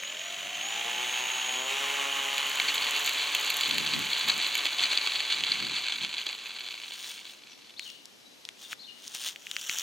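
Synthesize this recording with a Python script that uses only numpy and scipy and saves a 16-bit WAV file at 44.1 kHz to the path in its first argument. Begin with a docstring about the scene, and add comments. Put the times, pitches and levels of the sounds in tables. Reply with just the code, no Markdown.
"""A gravel path in a light breeze, the microphone close beside a small electric model plane.
The plane spins up with propeller tones, magnet whine, chopped air and a chattering motor mount,
then taxis away and stops, its wheels rattling the hollow airframe, its slipstream buffeting the
microphone. In the quiet that follows a small bird chirps and shoes shift on the grit close by."""
import sys
import numpy as np
from scipy import signal
from scipy.fft import rfft, irfft, next_fast_len
from scipy.io import wavfile
from scipy.ndimage import uniform_filter1d, map_coordinates

SR = 44100
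rng = np.random.default_rng(int(sys.argv[2]) if len(sys.argv) > 2 else 0)


def unload_wav(signal):
    """Save mono or channel-first audio to the path in sys.argv[1] as 16-bit WAV at rate SR, clipped to [-1, 1]."""
    wavfile.write(
        sys.argv[1],
        SR,
        np.round(np.clip(np.atleast_2d(signal).T, -1, 1) * 32767).astype(np.int16),
    )


N = 433052


def amp(db):
    return 10 ** (np.asarray(db) / 20)


def unit(x):
    return x / np.sqrt(np.mean(x ** 2) + 1e-20)


def peaked(x, db):
    return amp(db) * x / abs(x).max()


def along(points, hz):
    """Read (frequency, value) points on a log axis."""
    freqs, values = np.transpose(points)
    return np.interp(np.log(hz + 1), np.log(freqs), values)


def curve(points):
    """Join (time, value) points, one value a sample."""
    return np.interp(np.arange(N) / SR, *np.transpose(points))


def wobble(rate):
    """A smooth random curve, rate knots a second."""
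    knots = rng.standard_normal(int(N * rate / SR) + 4)
    grid = np.arange(0, N, 32)
    return np.interp(np.arange(N), grid, map_coordinates(knots, [grid * rate / SR]))


def filtered(x, response):
    """x times a response of frequency."""
    size = next_fast_len(N + SR // 2)
    return irfft(rfft(x, size) * response(np.fft.rfftfreq(size, 1 / SR)), size)[..., :N]


def coloured(x, spectrum, size=2048):
    """x through a causal filter with the given spectrum."""
    cepstrum = irfft(np.log(amp(along(spectrum, np.fft.rfftfreq(size, 1 / SR)))))
    cepstrum[1:size // 2] *= 2
    cepstrum[size // 2 + 1:] = 0
    return signal.oaconvolve(x, irfft(np.exp(rfft(cepstrum))))[:len(x)]


def burst(t60, size=2048):
    """Noise that dies by 60 dB in t60 seconds."""
    return rng.standard_normal(size) * amp(-60 * np.arange(size) / SR / t60)


def grains(rate, spread_db, ring, count=8):
    """Random contacts of uneven size, each with one of count rings drawn from ring()."""
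    train = (rng.random(N) < rate / SR) * amp(spread_db * np.clip(rng.standard_normal(N), -2, 2))
    kind = rng.integers(count, size=N)
    return sum(signal.oaconvolve(train * (kind == k), unit(ring()))[:N] for k in range(count))


def fluttering_tone(phase, flutter_db):
    return np.sqrt(2) * np.sin(phase) * amp(flutter_db * wobble(18))


def add(track, s, sound):
    """Mix a sound in at time s."""
    part = track[round(s * SR):][:len(sound)]
    part += sound[:len(part)]


def scattered(x, t60, size=2048):
    """Dense reflections smear x into a dying tail."""
    tail = burst(t60, size)
    return signal.oaconvolve(x, tail / np.linalg.norm(tail))[:N]


# Width of sound from all round the microphone: (frequency [Hz], side minus mid [dB])
DIFFUSE_WIDTH = [(60, 1), (600, 0), (1400, -2.5), (3000, 1.5), (7000, -12.5), (15000, -92)]
def diffuse(spectrum):
    """Stereo noise, widest in the bass and middle."""
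    mid, side = (unit(coloured(rng.standard_normal(N), spectrum)) for _ in range(2))
    side = filtered(side, lambda hz: amp(along(DIFFUSE_WIDTH, hz)))
    return np.array([mid + side, mid - side])


# Scatter off the ground near the microphone: (frequency [Hz], side minus mid [dB])
GROUND_SCATTER = [(100, -3), (400, -11), (1000, -14), (2500, -17), (12000, -24)]
# Lead of the left channel: (frequency [Hz], phase [rad])
LEFT_LEAD = [(260, 0), (950, -.9), (3800, .35), (7000, 0)]
def placed(x, balance):
    """A near source leans to one side; ground scatter widens it a little."""
    def lean(hz):
        gains = 2 / (1 + amp(np.outer([-1, 1], along(balance, hz))))
        return gains * np.exp(.5j * np.outer([1, -1], along(LEFT_LEAD, hz)))
    side = filtered(scattered(x, t60=.07), lambda hz: amp(along(GROUND_SCATTER, hz)))
    return filtered(x, lean) + np.array([side, -side])


# Open air around the path: (frequency [Hz], level [dB])
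BREEZE_SPECTRUM = [(15, -61), (25, -25), (87, -15), (242, -1), (1400, -9.5), (3820, -5.5), (5570, -6.5),
                   (6560, -9), (7310, -13.5), (14000, -20.5), (16000, -44)]
def breeze():
    """A faint, wavering rush, spread wide, a shade louder on the left."""
    return amp(-57 + .77 * wobble(2.063)) * diffuse(BREEZE_SPECTRUM) * amp([[1], [-1]])


# One call, an arch, a flick up and a fall:
# (delay [s], length [s], start pitch [Hz], middle pitch [Hz], end pitch [Hz], level [dB])
CALL_NOTES = [(0, .058, 3200, 4420, 3400, 0), (.06, .02, 3450, 3900, 4430, -1),
              (.088, .045, 3200, 2950, 2750, 0)]
# Whole calls: (time [s], level [dB])
CALLS = [(7.763, -41), (8.782, -45)]
# Lone notes: (time [s], length [s], start pitch [Hz], middle pitch [Hz], end pitch [Hz], level [dB])
LONE_NOTES = [(7.49, .055, 6000, 5750, 5100, -55), (8.25, .035, 3720, 3950, 3800, -53),
              (8.632, .036, 3600, 3620, 3000, -46)]
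def bird():
    """Raspy, gliding whistles off to the left, echoing in the trees."""
    song = np.zeros(N)
    notes = [(s + delay, *shape, db + note_db)
             for s, db in CALLS for delay, *shape, note_db in CALL_NOTES]
    for s, length, *pitches, db in notes + LONE_NOTES:
        progress = np.linspace(0, 1, int(length * SR))
        hz = np.polyval(np.polyfit([0, .5, 1], pitches, 2), progress)
        hz *= 1 + .18 * uniform_filter1d(rng.standard_normal(len(hz)), 40)  # rasp
        envelope = amp(db) * np.sqrt(abs(np.sin(np.pi * progress)))
        add(song, s, envelope * np.sin(2 * np.pi * np.cumsum(hz) / SR))
    song *= amp(2.4 * wobble(400))
    trees = np.array([scattered(song, t60=.7, size=SR // 2) for _ in range(2)])
    return (song + amp(-2) * trees) * amp([[3], [-5]])


# Crushed grit, a hollower tread and a slipping sole: (frequency [Hz], level [dB])
CRUNCH_SPECTRUM = [(100, -48), (500, -19), (1300, -7), (1900, 1), (2400, 0.5), (3300, 6.5), (4800, 1),
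                   (6800, 2.5), (7900, -5), (9200, -2), (10400, -15.5), (14000, -13)]
HOLLOW_SPECTRUM = [(100, -41), (900, -13), (1800, 0), (2300, 1), (3200, 5.5), (4850, -12), (5700, 3.5),
                   (7100, 2.5), (8300, -9), (9700, -13), (12000, -14), (15500, -15)]
SCRAPE_SPECTRUM = [(40, -50), (150, -7), (400, -6.5), (850, 3.5), (1100, 0.5), (1800, 1.5), (3500, 9.5),
                   (8000, -10)]
# A shoe bears down: (time of full weight [s], build [s], release [s], crunch [dB], scrape [dB])
FOOTSTEPS = [(7.1, 0.62, .16, -41.5, -48), (7.32, .29, .11, -51, -55), (7.86, .12, .22, -48.5, -58),
             (8.64, .1, .09, -45, -58), (8.728, .08, .025, -41, -37.5), (9.07, .16, .11, -45, -66),
             (9.152, 0.03, .042, -41, -37), (9.27, .22, .094, -34, -40), (9.81, .59, .1, -34, -45.5)]
# A lone sharp click at the start, then stones snapping underfoot: (time [s], level [dB], pitch [Hz])
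SHARP_CLICKS = [(0.0354, -20.5, 2290), (7.795, -20, 3800), (7.902, -27, 3300), (8.056, -28.5, 6410),
                (8.452, -23, 3960), (8.4895, -21, 3600), (8.7223, -25, 2930), (8.7302, -19, 2300),
                (9.079, -22, 5950), (9.1482, -18.5, 7340), (9.263, -23, 3600), (9.2878, -22.5, 3600),
                (9.36, -26, 3350), (9.4687, -24, 2960), (9.5135, -16.5, 3120), (9.5659, -13.5, 2850),
                (9.6134, -22, 5650), (9.696, -11, 3000), (9.786, -15, 6450), (9.7965, -17, 5610)]
# Shoes at the microphone: (frequency [Hz], left minus right [dB])
SHOE_BALANCE = [(200, 2), (800, 6), (2400, 3.5), (4400, 1.5), (7000, 0)]
def shoes(hollow_from_s=9.38):
    """Close on the left: a lone opening click; later soles press and scrape the grit and stones snap."""
    grit = grains(rate=2800, spread_db=6.5, ring=lambda: burst(t60=.003))
    crunch, hollow = unit(coloured(grit, CRUNCH_SPECTRUM)), unit(coloured(grit, HOLLOW_SPECTRUM))
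    slips = grains(rate=4700, spread_db=10.5, ring=lambda: burst(t60=.0077))
    scrape = unit(coloured(slips, SCRAPE_SPECTRUM))
    track = np.zeros(N)
    for s, build, release, crunch_db, scrape_db in FOOTSTEPS:
        press = curve([(s - build, 0), (s, 1), (s + release, 0)]) ** 2.03
        track += amp(crunch_db) * press * (hollow if s > hollow_from_s else crunch)
        track += amp(scrape_db) * press ** 3.2 * scrape  # the sole slips only under full weight
    for s, db, hz in SHARP_CLICKS:
        spectrum = [(hz * .29, -26), (hz * .62, -3), (hz, 0),
                    (hz * 1.4, -11), (hz * 2, -14), (hz * 3.4, -30)]
        click = burst(t60=.003) + amp(-24) * burst(t60=.02)
        add(track, s, peaked(coloured(click, spectrum), db))
    return placed(track, SHOE_BALANCE)


# Gusts on the microphone: (time fully risen [s], hold [s], level [dB])
PROP_GUSTS = [(0.404, 0.68, -64), (3.715, 0.31, -47), (4.282, .07, -53), (4.4, 0.51, -65.5),
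              (5.414, .15, -54.5), (5.58, 0.13, -51), (6.01, 0.028, -54.5)]
# Their rumble: (frequency [Hz], level [dB])
GUST_SPECTRUM = [(25, -37), (70, -20), (130, -5), (230, -2.5), (400, -10), (900, -43)]
def slipstream(rise_db_per_s=170, fall_db_per_s=118):
    """Swirls from the propeller reach the microphone ports, hold and die away."""
    t = np.arange(N) / SR
    gusts = [amp(db + np.minimum(t - s, 0) * rise_db_per_s - np.maximum(t - s - hold, 0) * fall_db_per_s)
             for s, hold, db in PROP_GUSTS]
    return np.max(gusts, axis=0) * amp(1.8 * wobble(24)) * diffuse(GUST_SPECTRUM)


# Modes of the airframe's panels: (frequency [Hz])
PANEL_MODES = [1030, 1600, 2270, 2660, 3080, 3400, 4030, 4420]
def panel_hit(hz=None, t60=.017, focus_db_per_octave=16):
    """A stone cracks against a wheel and rings the panels, most of all those near hz if given."""
    t, modes = np.arange(2048) / SR, np.array(PANEL_MODES)
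    strength, detune, start = rng.standard_normal((3, len(modes)))
    db = 4 * strength - (focus_db_per_octave * abs(np.log2(modes / hz)) if hz else 0)
    cycles = np.outer(modes * (1 + .015 * detune), t) + start[:, None]
    ring = amp(db) @ np.sin(2 * np.pi * cycles) * amp(-60 * t / t60)
    return amp(-3) * unit(ring) + unit(burst(t60=.01))


# Response of the hollow airframe: (frequency [Hz], level [dB])
AIRFRAME_SPECTRUM = [(100, -60), (300, -10), (620, -14.5), (760, -8), (1050, -12), (1300, -8), (1600, -9),
                     (1850, -6.5), (2300, -0.5), (2900, -1.5), (3400, 1), (4550, 2), (5150, -11.5),
                     (5700, -19), (6150, -4), (6700, -11.5), (7300, -6.5), (8800, -21.5), (10500, -22),
                     (15500, -51)]
# The plane gathers pace, recedes and stops: (time [s], level [dB])
ROLL_LEVEL = [(1.9, -60), (2.5, -39.5), (3.3, -35), (3.7, -32.5), (5.5, -31), (5.95, -32.5), (6.42, -40),
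              (6.75, -40.5), (7.15, -47.5), (7.45, -53), (7.7, -55), (8.0, -69)]
# Coarse patches of path: (middle time [s], length [s], boost [dB])
COARSE_PATCHES = [(2.689, .028, 11.5), (2.751, 0.024, 12.5), (2.967, .025, 4), (3.867, 0.025, 6.5),
                  (4.305, 0.02, 5.5), (4.426, 0.097, 4), (4.805, .05, 6.5), (5.387, .04, 4),
                  (5.606, 0.017, 5.5)]
# Separate stones take over as it slows: (time [s], share of the power [0-1])
STONE_SHARE = [(5.6, 0.16), (6.6, 0.64)]
def airframe_rattle(clumps):
    """Hard wheels drum clumps of gravel into the airframe."""
    t = np.arange(N) / SR
    dense = clumps * grains(rate=1200, spread_db=5, ring=panel_hit, count=20)
    sparse = grains(rate=110, spread_db=4, ring=panel_hit)
    gravel, stones = (unit(coloured(hits, AIRFRAME_SPECTRUM)) for hits in (dense, sparse))
    share = curve(STONE_SHARE)
    rattle = np.sqrt(1 - share) * gravel + np.sqrt(share) * stones
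    coarse_db = sum(db * np.exp(-(2 * (t - s) / length) ** 2) for s, length, db in COARSE_PATCHES)
    jolt_db = 1.8 * wobble(22)  # the path is uneven
    return rattle * amp(curve(ROLL_LEVEL) + coarse_db + jolt_db)


# Wheels striking pebbles: (time [s], level [dB], pitch [Hz])
PEBBLE_STRIKES = [(2.38, -14.5, 2720), (2.599, -9.5, 2320), (2.7791, -15, 3780), (2.9631, -14.5, 2640),
                  (3.0758, -14, 2740), (3.0939, -14, 2710), (3.3494, -12.5, 2680), (3.5027, -12, 2700),
                  (3.6097, -12, 2640), (3.6341, -12.5, 3090), (3.71, -12.5, 3040), (3.7818, -13, 2720),
                  (3.8744, -15, 3170), (3.936, -16, 3950), (4.132, -14.5, 4080), (4.2852, -13, 2410),
                  (4.2997, -11.5, 4010), (4.5535, -13.5, 2250), (4.6554, -12, 3380), (4.794, -13, 3350),
                  (4.9744, -6.5, 3370), (5.0731, -13.5, 2630), (5.157, -17, 4060), (5.2042, -14, 4000),
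                  (5.3243, -12.5, 3800), (5.437, -9, 3390), (5.5183, -11, 4400), (5.7639, -15, 3400),
                  (5.9222, -16, 3400), (6.214, -21, 3070), (6.2661, -17.5, 4010)]
def pebble_knocks(rebound_db=-9):
    """Each pebble knocks the airframe, then again more softly on the rebound."""
    track = np.zeros(N)
    for s, db, hz in PEBBLE_STRIKES:
        knock, rebound = (coloured(panel_hit(hz), AIRFRAME_SPECTRUM) for _ in range(2))
        add(track, s, peaked(knock, db))
        add(track, s + rng.uniform(.008, .022), peaked(rebound, db + rebound_db))
    return track


# Grit snapping under a tyre: (frequency [Hz], level [dB])
GRIT_SPECTRUM = [(1500, -30), (4000, -12), (5300, -14), (6800, 16.5), (9000, -4.5), (11000, 3.5),
                 (13500, 7), (16000, -7.5)]
# Its running crackle and its single ticks: (time [s], level [dB])
CRACKLE_LEVEL = [(2.1, -68), (2.3, -52.5), (3.05, -45), (3.25, -51), (3.6, -47.5), (4.55, -50), (5, -57),
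                 (6.7, -60), (7.5, -79)]
GRIT_TICKS = [(2.3805, -28), (2.4688, -30), (2.4967, -27), (2.5546, -29), (2.7462, -25), (2.9088, -27),
              (3.046, -29), (3.0679, -29), (3.0924, -24), (3.349, -22), (3.5014, -21), (3.5409, -28),
              (3.568, -23), (3.61, -24), (3.7808, -28), (3.9916, -28), (4.2837, -29), (4.3784, -29),
              (4.553, -24), (4.577, -29)]
def tyre_grit(clumps, tick_gain_db=3.5):
    """Fine grit crackles brightly under the tyres, a few ticks standing out."""
    snaps = clumps * grains(rate=150, spread_db=6.5, ring=lambda: burst(t60=.006))
    track = amp(curve(CRACKLE_LEVEL)) * unit(coloured(snaps, GRIT_SPECTRUM))
    for s, db in GRIT_TICKS:
        add(track, s, peaked(coloured(burst(t60=.013), GRIT_SPECTRUM), db + tick_gain_db))
    return track


# Wheels at the microphone: (frequency [Hz], left minus right [dB])
WHEEL_BALANCE = [(300, 5), (700, 5), (1300, .5), (2400, -3), (3300, -1), (4400, 2), (8000, 0)]
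def wheels():
    """The wheels roll off down the path; the same clumps of gravel swell rattle and crackle."""
    clumps = amp(2.2 * wobble(45) + 1.2 * wobble(130))
    return placed(airframe_rattle(clumps) + tyre_grit(clumps) + pebble_knocks(), WHEEL_BALANCE)


# Ring of the motor mount: (frequency [Hz], level [dB])
MOUNT_SPECTRUM = [(400, -62), (2300, -2.5), (2750, -0.5), (3080, 6), (3450, -5), (3750, -4), (4200, -13),
                  (5300, -22), (6200, -16), (6650, -1), (7800, -31), (9000, -45.5)]
# Its chatter, hardest at middling speed: (time [s], level [dB])
CHATTER_LEVEL = [(0, -43.5), (.55, -42), (.8, -38.5), (1.25, -38), (1.6, -39.5), (2.3, -39.5), (3.5, -44)]
def mount_chatter(phase):
    """The mount chatters once a turn, every second blade pass."""
    pulses = np.cos(phase / 4 + .3 * wobble(90)) ** 2
    return amp(curve(CHATTER_LEVEL)) * unit(coloured(pulses * rng.standard_normal(N), MOUNT_SPECTRUM))


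# Air torn by the blades: (frequency [Hz], level [dB])
AIR_SPECTRUM = [(60, -41), (130, -26.5), (400, -19.5), (650, -14.5), (1050, -7), (1350, -8), (2000, -4.5),
                (2400, -1.5), (3150, -1), (3500, -4), (3850, -6), (5100, -20.5), (6100, -14), (6700, -9),
                (7050, -16.5), (7600, -14), (8800, -25), (10400, -20.5), (14300, -29.5), (15700, -22.5)]
def chopped_air(phase):
    """A rush of air that pulses with every blade."""
    chop = (1 + .27 * np.cos(phase)) * amp(.7 * wobble(40))
    return unit(coloured(chop * rng.standard_normal(N), AIR_SPECTRUM))


# Magnets passing the stator: (multiple of the blade-pass rate, level [dB])
MAGNET_HARMONICS = [(6, -10), (6.5, -15), (7, -4), (7.5, -6), (21, -3), (42, -3), (52.5, -1), (63, 1),
                    (73.5, -6), (84, 1)]
# What the motor's shell and mount radiate: (frequency [Hz], gain [dB])
SHELL_RESPONSE = [(400, -20), (520, -9), (620, -5), (830, 2), (900, -2), (970, -7), (1070, 0), (1300, -8),
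                  (1800, -10), (2500, -7), (2900, 4), (4000, -16), (5300, -26), (5600, -11), (6300, -5),
                  (6680, 6), (6950, -3), (7500, -17), (9000, -40)]
# Speed controller whistles: (multiple of the blade-pass rate below the switching rate, level [dB])
CONTROLLER_WHISTLES = [(7, -29), (21, -22), (28, -27)]
def motor_whine(hz, phase, inflow, switching_hz=16050):
    """Each magnet harmonic flares as it sweeps through a resonance of the shell."""
    whine = np.zeros(N)
    for k, db in MAGNET_HARMONICS:
        offset = 2 * np.pi * rng.random() + .7 * inflow * wobble(30)
        gain = amp(db + along(SHELL_RESPONSE, k * hz))
        whine += gain * fluttering_tone(k * phase + offset, flutter_db=1.5)
    # the controller's switching beats with the motor: thin whistles that fall as the speed rises
    switching = 2 * np.pi * switching_hz * np.arange(N) / SR
    whistles = sum(amp(db) * np.sin(switching - k * phase) for k, db in CONTROLLER_WHISTLES)
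    whine += whistles * curve([(1.5, 1), (2.2, 0)])
    return whine * (1 + .2 * wobble(110))  # the bearings roughen it


# Propeller tones: (multiple of the blade-pass rate, level [dB])
BLADE_HARMONICS = [(2, -14), (3, -7.5), (4, -6.5), (5, -6.5), (6, -8), (8, -4), (9, -8), (10, -11)]
# They swell as the load grows: (time [s], level [dB])
BLADE_LEVEL = [(0, -74), (.55, -68.5), (.8, -55.5), (1.4, -56), (1.65, -47.5), (2.1, -49), (2.55, -54.5),
               (3.3, -53.5), (5, -56)]
def propeller(phase, inflow):
    """The tones add up to one slap per blade, roughened by uneven inflow."""
    slaps = sum(amp(db) * fluttering_tone(k * phase + inflow * wobble(45), flutter_db=2.8)
                for k, db in BLADE_HARMONICS)
    return slaps * amp(curve(BLADE_LEVEL) + 1 + 2 * wobble(30))


# Throttle moves: (time [s], target blade-pass rate [Hz], lag [s])
THROTTLE_MOVES = [(0, 101.5, .245), (.58, 127.6, .26), (1.6, 143, .17), (1.95, 137.3, .17),
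                  (2.3, 144.3, .3)]
def blade_rate(idle_hz=73.8):
    """After each throttle move the motor creeps towards its new speed."""
    t, hz = np.arange(N) / SR, np.full(N, idle_hz)
    for s, goal_hz, lag in THROTTLE_MOVES:
        start = round(s * SR)
        hz[start:] = goal_hz + (hz[start] - goal_hz) * np.exp(-(t[start:] - s) / lag)
    return hz


# The motor fades as the plane taxis away from the microphone: (time [s], gain [dB])
DEPARTURE = [(2.3, 2.5), (3, 1), (4, -1.5), (5, -3.5), (5.8, -10), (6.5, -15), (7.4, -29), (8, -55)]
# Motor and propeller at the microphone: (frequency [Hz], left minus right [dB])
MOTOR_BALANCE = [(100, 5), (380, 10), (700, 7.5), (1300, 1.5), (2400, -2.2), (4400, 0), (7000, 0)]
def motor(cruise_hz=140):
    """One shaft drives blades, whine, air and chatter, first close up, then fading down the path."""
    hz = blade_rate() * (1 + .0009 * wobble(25))
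    phase = 2 * np.pi * np.cumsum(hz) / SR
    effort_db = 45 * np.log10(hz / cruise_hz)
    away_db = curve(DEPARTURE)
    inflow = curve([(2.2, .35), (3, .8)])  # phase jitter [rad], greater once the plane rolls
    blades = propeller(phase, inflow)
    whine = motor_whine(hz, phase, inflow) * amp(-48 + .4 * effort_db)
    whine *= amp(.6 * away_db)  # the fuselage soon hides the motor
    air = chopped_air(phase) * amp(-35 + effort_db)
    return placed((blades + whine + air + mount_chatter(phase)) * amp(away_db), MOTOR_BALANCE)


def scene():
    """All that reaches the stereo microphone on the path."""
    return breeze() + motor() + wheels() + slipstream() + shoes() + bird()


def record(dry, top_hz=15900):
    """The recorder keeps nothing above its band limit."""
    return filtered(dry, lambda hz: hz < top_hz)


dry = scene()
out = record(dry)
unload_wav(out)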